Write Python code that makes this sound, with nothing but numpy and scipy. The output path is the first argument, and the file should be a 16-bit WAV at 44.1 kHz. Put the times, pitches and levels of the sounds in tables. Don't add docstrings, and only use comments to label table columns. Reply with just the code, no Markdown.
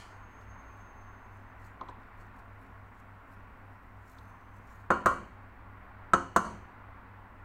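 import sys
import numpy as np
from scipy import signal
from scipy.fft import rfft, irfft, next_fast_len
from scipy.io import wavfile
from scipy.ndimage import uniform_filter1d, map_coordinates

SR = 44100
rng = np.random.default_rng(int(sys.argv[2]) if len(sys.argv) > 2 else 0)


def wav_out(sig):
    wavfile.write(sys.argv[1], SR, np.round(np.clip(np.atleast_2d(sig).T, -1, 1) * 32767).astype(np.int16))


def boost_factor(decibels):
    exponent = np.asarray(decibels, float) / 20
    return 10 ** exponent


N = 328104


def unit(x):
    return x / np.sqrt(np.mean(x ** 2) + 1e-20)


def along(points, hz):
    point_hz, value = np.transpose(points)
    return np.interp(np.log(hz + 1), np.log(point_hz + 1), value)


def wobble(rate_hz):
    knots = rng.standard_normal(int(N * rate_hz / SR) + 4)
    return map_coordinates(knots, [np.arange(N) * rate_hz / SR])


def noise(spectrum, size, patchy_db=0):
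    z = signal.stft(rng.standard_normal(size + 2048), nperseg=512)[2]
    field = uniform_filter1d(rng.standard_normal(z.shape), size=5, axis=0)
    field = uniform_filter1d(field, size=10, axis=1)
    x = signal.istft(z * boost_factor(patchy_db * unit(field)), nperseg=512)[1]
    m = next_fast_len(len(x))
    gain = boost_factor(along(spectrum, np.fft.rfftfreq(m, 1 / SR)))
    return unit(irfft(rfft(x, m) * gain, m)[1024:size + 1024])


def ring(modes, t, scatter_db, blur):
    out, steps = 0, np.arange(0, t[-1] + .01, 1 / 300)
    for hz, db, t60 in modes:
        walk = np.cumsum(rng.standard_normal(len(steps)))
        walk = np.interp(t, steps, walk) / np.sqrt(300)
        phase = 2 * np.pi * hz * t + blur * hz / 1000 * (walk - walk[0])
        out = out + boost_factor(db + rng.normal(0, scatter_db) - 60 * t / t60) * np.sin(phase)
    return out


def click(spectrum, size):
    pulse = irfft(boost_factor(along(spectrum, np.fft.rfftfreq(size, 1 / SR))), size)
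    pulse = np.roll(pulse, 40)
    return pulse / np.linalg.norm(pulse)


def add(track, start_s, x):
    place = track[round(start_s * SR):][:len(x)]
    place += x[:len(place)]


# time_s, level_db
RUSH = [(0, -54.3), (4.1, -56.3), (5.4, -55.7), (6.4, -54.7), (7.44, -56)]
# freq_hz, density_db
RUSH_TONE = [(170, -42), (290, -11), (300, -9.5), (334, -8), (522, -10), (615, -7.5), (1110, -1),
             (1230, -6.5), (1400, -3), (1590, -8), (1940, -9.5), (2700, -20.5), (3220, -29), (4800, -38.5),
             (6240, -67), (10600, -120)]


def flame_and_fan():
    level_db = np.interp(np.arange(N) / SR, *np.transpose(RUSH))
    return boost_factor(level_db + 0.39 + 0.42 * wobble(3.03)) * noise(RUSH_TONE, N, patchy_db=0.7)


# freq_hz, density_db
RUMBLE = [(10, -4.5), (22, 1), (34, 1.5), (46, -6.5), (60, 3.5), (78, -11), (110, -11), (135, -15),
          (165, -14.5), (192, -9.5), (225, -12), (265, -8.5), (300, -20), (380, -59.5)]


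def rumble():
    return boost_factor(-55.5) * noise(RUMBLE, N)


# freq_hz, density_db
HISS = [(2060, -35), (3500, -28.5), (5240, 0.5), (6020, -1.5), (7600, -2.5), (8250, 0), (10000, -6.5),
        (15100, 2.5), (15800, 1)]


def microphone_hiss():
    return boost_factor(-81.6) * noise(HISS, N)


# freq_hz, crest_s
MOTORS = [(100.05, 0), (96.6, .0032)]
MOTOR_DB = [-57.5, -61.5]


def motors():
    t, out = np.arange(N) / SR, 0
    for (hz, crest_s), db in zip(MOTORS, MOTOR_DB):
        out = out + boost_factor(db + 2.5 + .7 * wobble(2.3)) * np.cos(2 * np.pi * hz * (t - crest_s))
    return out


# freq_hz, rms_db
HUM = [(59.1, -67.5), (57, -68), (194.7, -73), (269.6, -73.5)]


def hum():
    t, out = np.arange(N) / SR, 0
    for hz, db in HUM:
        phase = 2 * np.pi * hz * t + 0.84 * wobble(2.5)
        out = out + boost_factor(db + 1 + 2.8 * wobble(3)) * np.sin(phase)
    return out


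# freq_hz, density_db
EARLIER_TAIL = [(1060, -30), (1800, 2), (1850, -7), (2350, -1), (2680, -9), (3110, 1.5), (3700, -15),
                (4360, -3.5), (5360, -13), (6280, -10), (8050, -13), (9980, -20), (13000, -30)]


def earlier_blow():
    decay_db = -55 - 60 * np.arange(N) / SR / 0.51
    return boost_factor(decay_db) * noise(EARLIER_TAIL, N, patchy_db=.6)


# full_pressure_s, level_db, press_up_10db_s, brightness_db
STROKES = [(.42, -86, .1, 0), (.79, -86, .1, -2), (1.04, -90, .06, -1), (1.37, -86, .08, -1),
           (1.665, -71, .04, -3), (1.897, -69, .01, -14), (2.21, -78, .035, -2), (2.27, -88, .02, 0),
           (2.365, -86, .015, 1), (2.395, -81, .02, 1), (2.63, -86, .05, 4), (2.67, -86, .02, -8),
           (2.99, -82, .05, -1), (3.335, -81.5, .04, 1), (3.74, -91, .04, 1), (4.05, -84, .06, -4),
           (4.12, -73, .045, 1), (4.19, -78, .02, -1), (4.23, -82, .05, 2), (4.3, -83, .06, 1),
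           (4.42, -87, .06, -6), (4.57, -82, .04, 0), (4.69, -81, .06, -6), (4.75, -76, .05, 1),
           (4.81, -80, .04, -4)]
LET_GO = .6
DRAG_DB, DRAG_ENDS_S = -95, 4.89


def pressure():
    t = np.arange(0, N / SR, .001)
    low = top = boost_factor(DRAG_DB) * (t < DRAG_ENDS_S)
    for full_s, db, press_s, bright_db in STROKES:
        off_peak = np.maximum((full_s - t) / press_s, (t - full_s) / (LET_GO * press_s))
        stroke = boost_factor(db - 10 * off_peak)
        low = np.hypot(low, stroke)
        top = np.hypot(top, boost_factor(bright_db) * stroke)
    return [np.interp(np.arange(N) / SR, t, gain) for gain in (low, top)]


# freq_hz, density_db
SCRAPE_TONE = [(2060, -39), (3500, -9), (3970, 0), (4730, -2), (4990, -4), (5650, 0.5), (6360, -0.5),
               (7590, -0.5), (9000, -6), (11700, -36), (19800, -120)]
# freq_hz, density_db
SCRAPE_TOP = [(5290, -31), (9000, -5), (10100, -4), (12200, -1), (13100, -2), (15800, -4)]


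def scrape():
    low, top = pressure()
    hiss = low * noise(SCRAPE_TONE, N, patchy_db=3) + top * noise(SCRAPE_TOP, N, patchy_db=1.5)
    return boost_factor(3 + 2.2 * wobble(120)) * hiss


# start_s, peak_s, end_s, level_db, pitch_hz
SING = [
    (.1, .82, 1.55, -71.5, 6450),
    (4.2, 4.33, 4.66, -83.5, 6290),
]
SWELL_DB_PER_S, FADE_DB_PER_S, SAG_HZ_PER_S, SING_T60_S = 9, 21, 85, .2


def wall_singing():
    t, out = np.arange(N) / SR, np.zeros(N)
    shiver_hz = 50 * wobble(270)
    flutter_db = 2.2 * wobble(70) + 2.6 * wobble(28)
    for start_s, peak_s, end_s, db, hz in SING:
        level_db = db - np.maximum(SWELL_DB_PER_S * (peak_s - t), FADE_DB_PER_S * (t - peak_s))
        level_db = level_db - 60 * np.maximum(t - end_s, 0) / SING_T60_S
        phase = 2 * np.pi * np.cumsum(hz - SAG_HZ_PER_S * (t - start_s) + shiver_hz) / SR
        out += (t > start_s) * boost_factor(level_db + flutter_db) * np.sin(phase)
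    return out


# freq_hz, t60_s
KITCHEN = [(100, 1), (300, 0.55), (1400, 0.33), (3000, 0.62), (6000, 0.46), (10000, 0.4), (15000, 0.17)]


def kitchen(x, delay_s):
    hz, t, z = signal.stft(rng.standard_normal(len(x)), SR, nperseg=256)
    decay = boost_factor(-60 * t / along(KITCHEN, hz)[:, None])
    tail = signal.istft(z * decay, SR, nperseg=256)[1]
    late = np.pad(x, (round(delay_s * SR), 0))
    return signal.fftconvolve(late, tail / np.linalg.norm(tail))[:len(x)]


# start_s, tick_db, body_db, body_hz, stove_db
TAPS = [
    (0.4105, -63, 7, 1080, 1),
    (1.8108, -52, 21, 1040, 9),
    (1.8855, -53, 15, 980, 8),
    (1.9104, -70, 20, 940, 1),
    (2.0318, -67, 4, 940, 1),
    (4.1844, -56.5, -6, 1080, -12),
    (6.456, -56, 17, 210, 8),
]
# freq_hz, level_db, t60_s
STOVE = [(74, -4, 0.28), (113.6, -2, 0.17), (184, -2, 0.16), (214.3, 0.5, 0.24), (270, -2, 0.34),
         (344.5, -2, 0.21), (385, 0, 0.18), (450, -3.5, 0.19), (519, 0, 0.14), (619, 1, .12),
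         (669, 0, 0.13), (737, 2, 0.11), (880, -4, 0.3)]


def taps():
    out, t = np.zeros(N), np.arange(SR // 4) / SR
    tick_rise = 1 - np.exp(-(t / .0007) ** 2)
    body_rise = 1 - np.exp(-(t / 0.0018) ** 2)
    stove_modes = [(hz, level_db, t60 * 0.67) for hz, level_db, t60 in STOVE[4:]]
    for start_s, db, body_db, body_hz, stove_db in TAPS:
        tick_hz = 3.9 * body_hz
        band = [(tick_hz / 3, -20), (tick_hz / 1.4, -3), (tick_hz, 0),
                (tick_hz * 1.15, -9), (tick_hz * 1.7, -20), (tick_hz * 3, -60)]
        tick = noise(band, len(t)) * boost_factor(0.5 - 60 * t / 0.028) * tick_rise
        wood_modes = [(body_hz, 0, .05), (body_hz * .88, -9, .05), (body_hz * 1.2, -9, .05)]
        wood = ring(wood_modes, t, scatter_db=.6, blur=2.5)
        stove = ring(stove_modes, t, scatter_db=0, blur=2.8)
        body = boost_factor(body_db + 4.5) * wood + boost_factor(stove_db - 3.5) * stove
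        touch = tick + body * body_rise
        add(out, start_s, boost_factor(db) * (touch + boost_factor(-13.5) * kitchen(touch, delay_s=0.0056)))
    return out


# freq_hz, level_db, t60_s
SPATULA = [(200, -11, .05), (360, -8, .05), (520, -10, .04), (680, -7, .04), (1080, -1, .04),
           (1320, 1.5, .04), (1500, -7, .03), (1860, -15, .04)]
# freq_hz, density_db
KNOCK = [(250, -39), (480, -8.5), (700, -7.5), (850, -14.5), (1050, -2.5), (1300, 2), (1520, -5.5),
         (1700, -18), (1900, -12.5), (2150, -27), (2900, -26.5), (3500, -40.5), (4500, -33), (5900, -54)]
# freq_hz, density_db
EDGE = [(1940, -47), (3300, -14.5), (4480, -8.5), (5080, -17), (6560, -2), (7230, -6), (8480, -6),
        (9080, -15), (10500, -23), (13600, -50), (22000, -120)]
# freq_hz, density_db
SNAP = [(6000, -44), (9500, -3), (12000, -6), (15000, -1), (17000, -8)]


def blow(db, edge_db, snap_db, thump_db, modes):
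    t = np.arange(SR // 2) / SR

    def rise(time_s):
        return 1 - np.exp(-t / time_s)

    def burst(tone, t60):
        return noise(tone, len(t)) * boost_factor(-60 * t / t60)

    clack = boost_factor(-3) * rise(.0009) * ring(SPATULA, t, scatter_db=1.5, blur=3)
    knock = boost_factor(-8) * rise(.0009) * burst(KNOCK, t60=.09)
    thump = boost_factor(thump_db - 1.7) * rise(.003) * ring(STOVE, t, scatter_db=1.1, blur=14)
    wall = boost_factor(-15.5) * rise(.003) * ring(modes, t, scatter_db=1.5, blur=6)
    edge = boost_factor(edge_db + .3) * rise(0.00057) * burst(EDGE, t60=.045)
    snap = boost_factor(snap_db + 2.5) * rise(.0003) * burst(SNAP, t60=0.025)
    body = clack + knock + thump + wall
    sharp = boost_factor(edge_db + 22.5) * click(EDGE, len(t)) + boost_factor(snap_db + 21) * click(SNAP, len(t))
    return boost_factor(db) * (body + edge + snap + boost_factor(-9) * kitchen(body + sharp, delay_s=.006))


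# start_s, peak_db, edge_db, snap_db, thump_db
BLOWS = [
    (4.904, -11, -31, -44, -21.5),
    (5.059, -11, -24, -31.5, -23),
    (6.1345, -10.5, -23, -45, -20.5),
    (6.362, -10, -20.5, -29, -21.5),
]
# freq_hz, level_db, t60_s
RIM_NEAR = [(978, -6, 0.3), (1040, 2, 0.19), (1078, -0.5, 0.25), (1130, 2, .2), (1254, 6, 0.11),
            (1285, -11, 0.11), (1402, 5, 0.2), (1495, -7, 0.14), (1560, -19, .2), (1870, -17, 0.11),
            (2295, -22.5, 0.36), (2815, -22, .25), (2930, -28, .33), (3130, -29, 0.32), (4370, -34, .4),
            (6060, -38, .25), (6380, -29, 0.23)]
# freq_hz, level_db, t60_s
RIM_FAR = [(947, -10.5, 0.47), (993, -14, 0.46), (1040, -1, 0.26), (1083, -3.5, 0.15), (1135, -3, 0.22),
           (1249, -0.5, 0.16), (1308, -5, 0.15), (1352, 4, 0.14), (1430, -6, 0.27), (1506, -4.5, 0.21),
           (1537, -15, 0.26), (1815, -8.5, 0.11), (2260, -26, 0.32), (2893, -20, 0.31), (3117, -25.5, 0.38),
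           (4400, -31.5, 0.53), (5900, -33, 0.55), (6340, -16, 0.22), (6848, -29, 0.14)]


def rim_blows():
    out = np.zeros(N)
    for (start_s, *force_db), modes in zip(BLOWS, [RIM_NEAR, RIM_NEAR, RIM_FAR, RIM_FAR]):
        add(out, start_s, blow(*force_db, modes))
    return out


def scene():
    background = flame_and_fan() + rumble() + microphone_hiss() + motors() + hum()
    spatula = earlier_blow() + scrape() + wall_singing() + taps() + rim_blows()
    return (background + spatula)[None]


def low_pass(x):
    return signal.sosfilt(signal.butter(12, 16780, fs=SR, output="sos"), x)


# blow_s, depth_db, hold_until_s (after the blow)
DUCKS = [
    (6.135, 2.5, .2),
    (6.362, 4, .075),
]
# freq_hz, gain_db
BAND_LIMIT = [(20, 0), (15800, 0), (15900, -20), (16800, -30)]


def record(dry):
    t, duck_db = np.arange(N) / SR, np.zeros(N)
    for blow_s, depth_db, hold_s in DUCKS:
        duck_db += depth_db * np.interp(t - blow_s, [.008, .025, hold_s, hold_s + .02], [0, 1, 1, 0])
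    response = boost_factor(along(BAND_LIMIT, np.fft.rfftfreq(N, 1 / SR)))
    heard = irfft(rfft(dry * boost_factor(-duck_db)) * response, N)
    heard = heard / (1 + np.abs(heard / .4) ** 4) ** .25
    return low_pass(heard)


dry = scene()
out = record(dry)
wav_out(out)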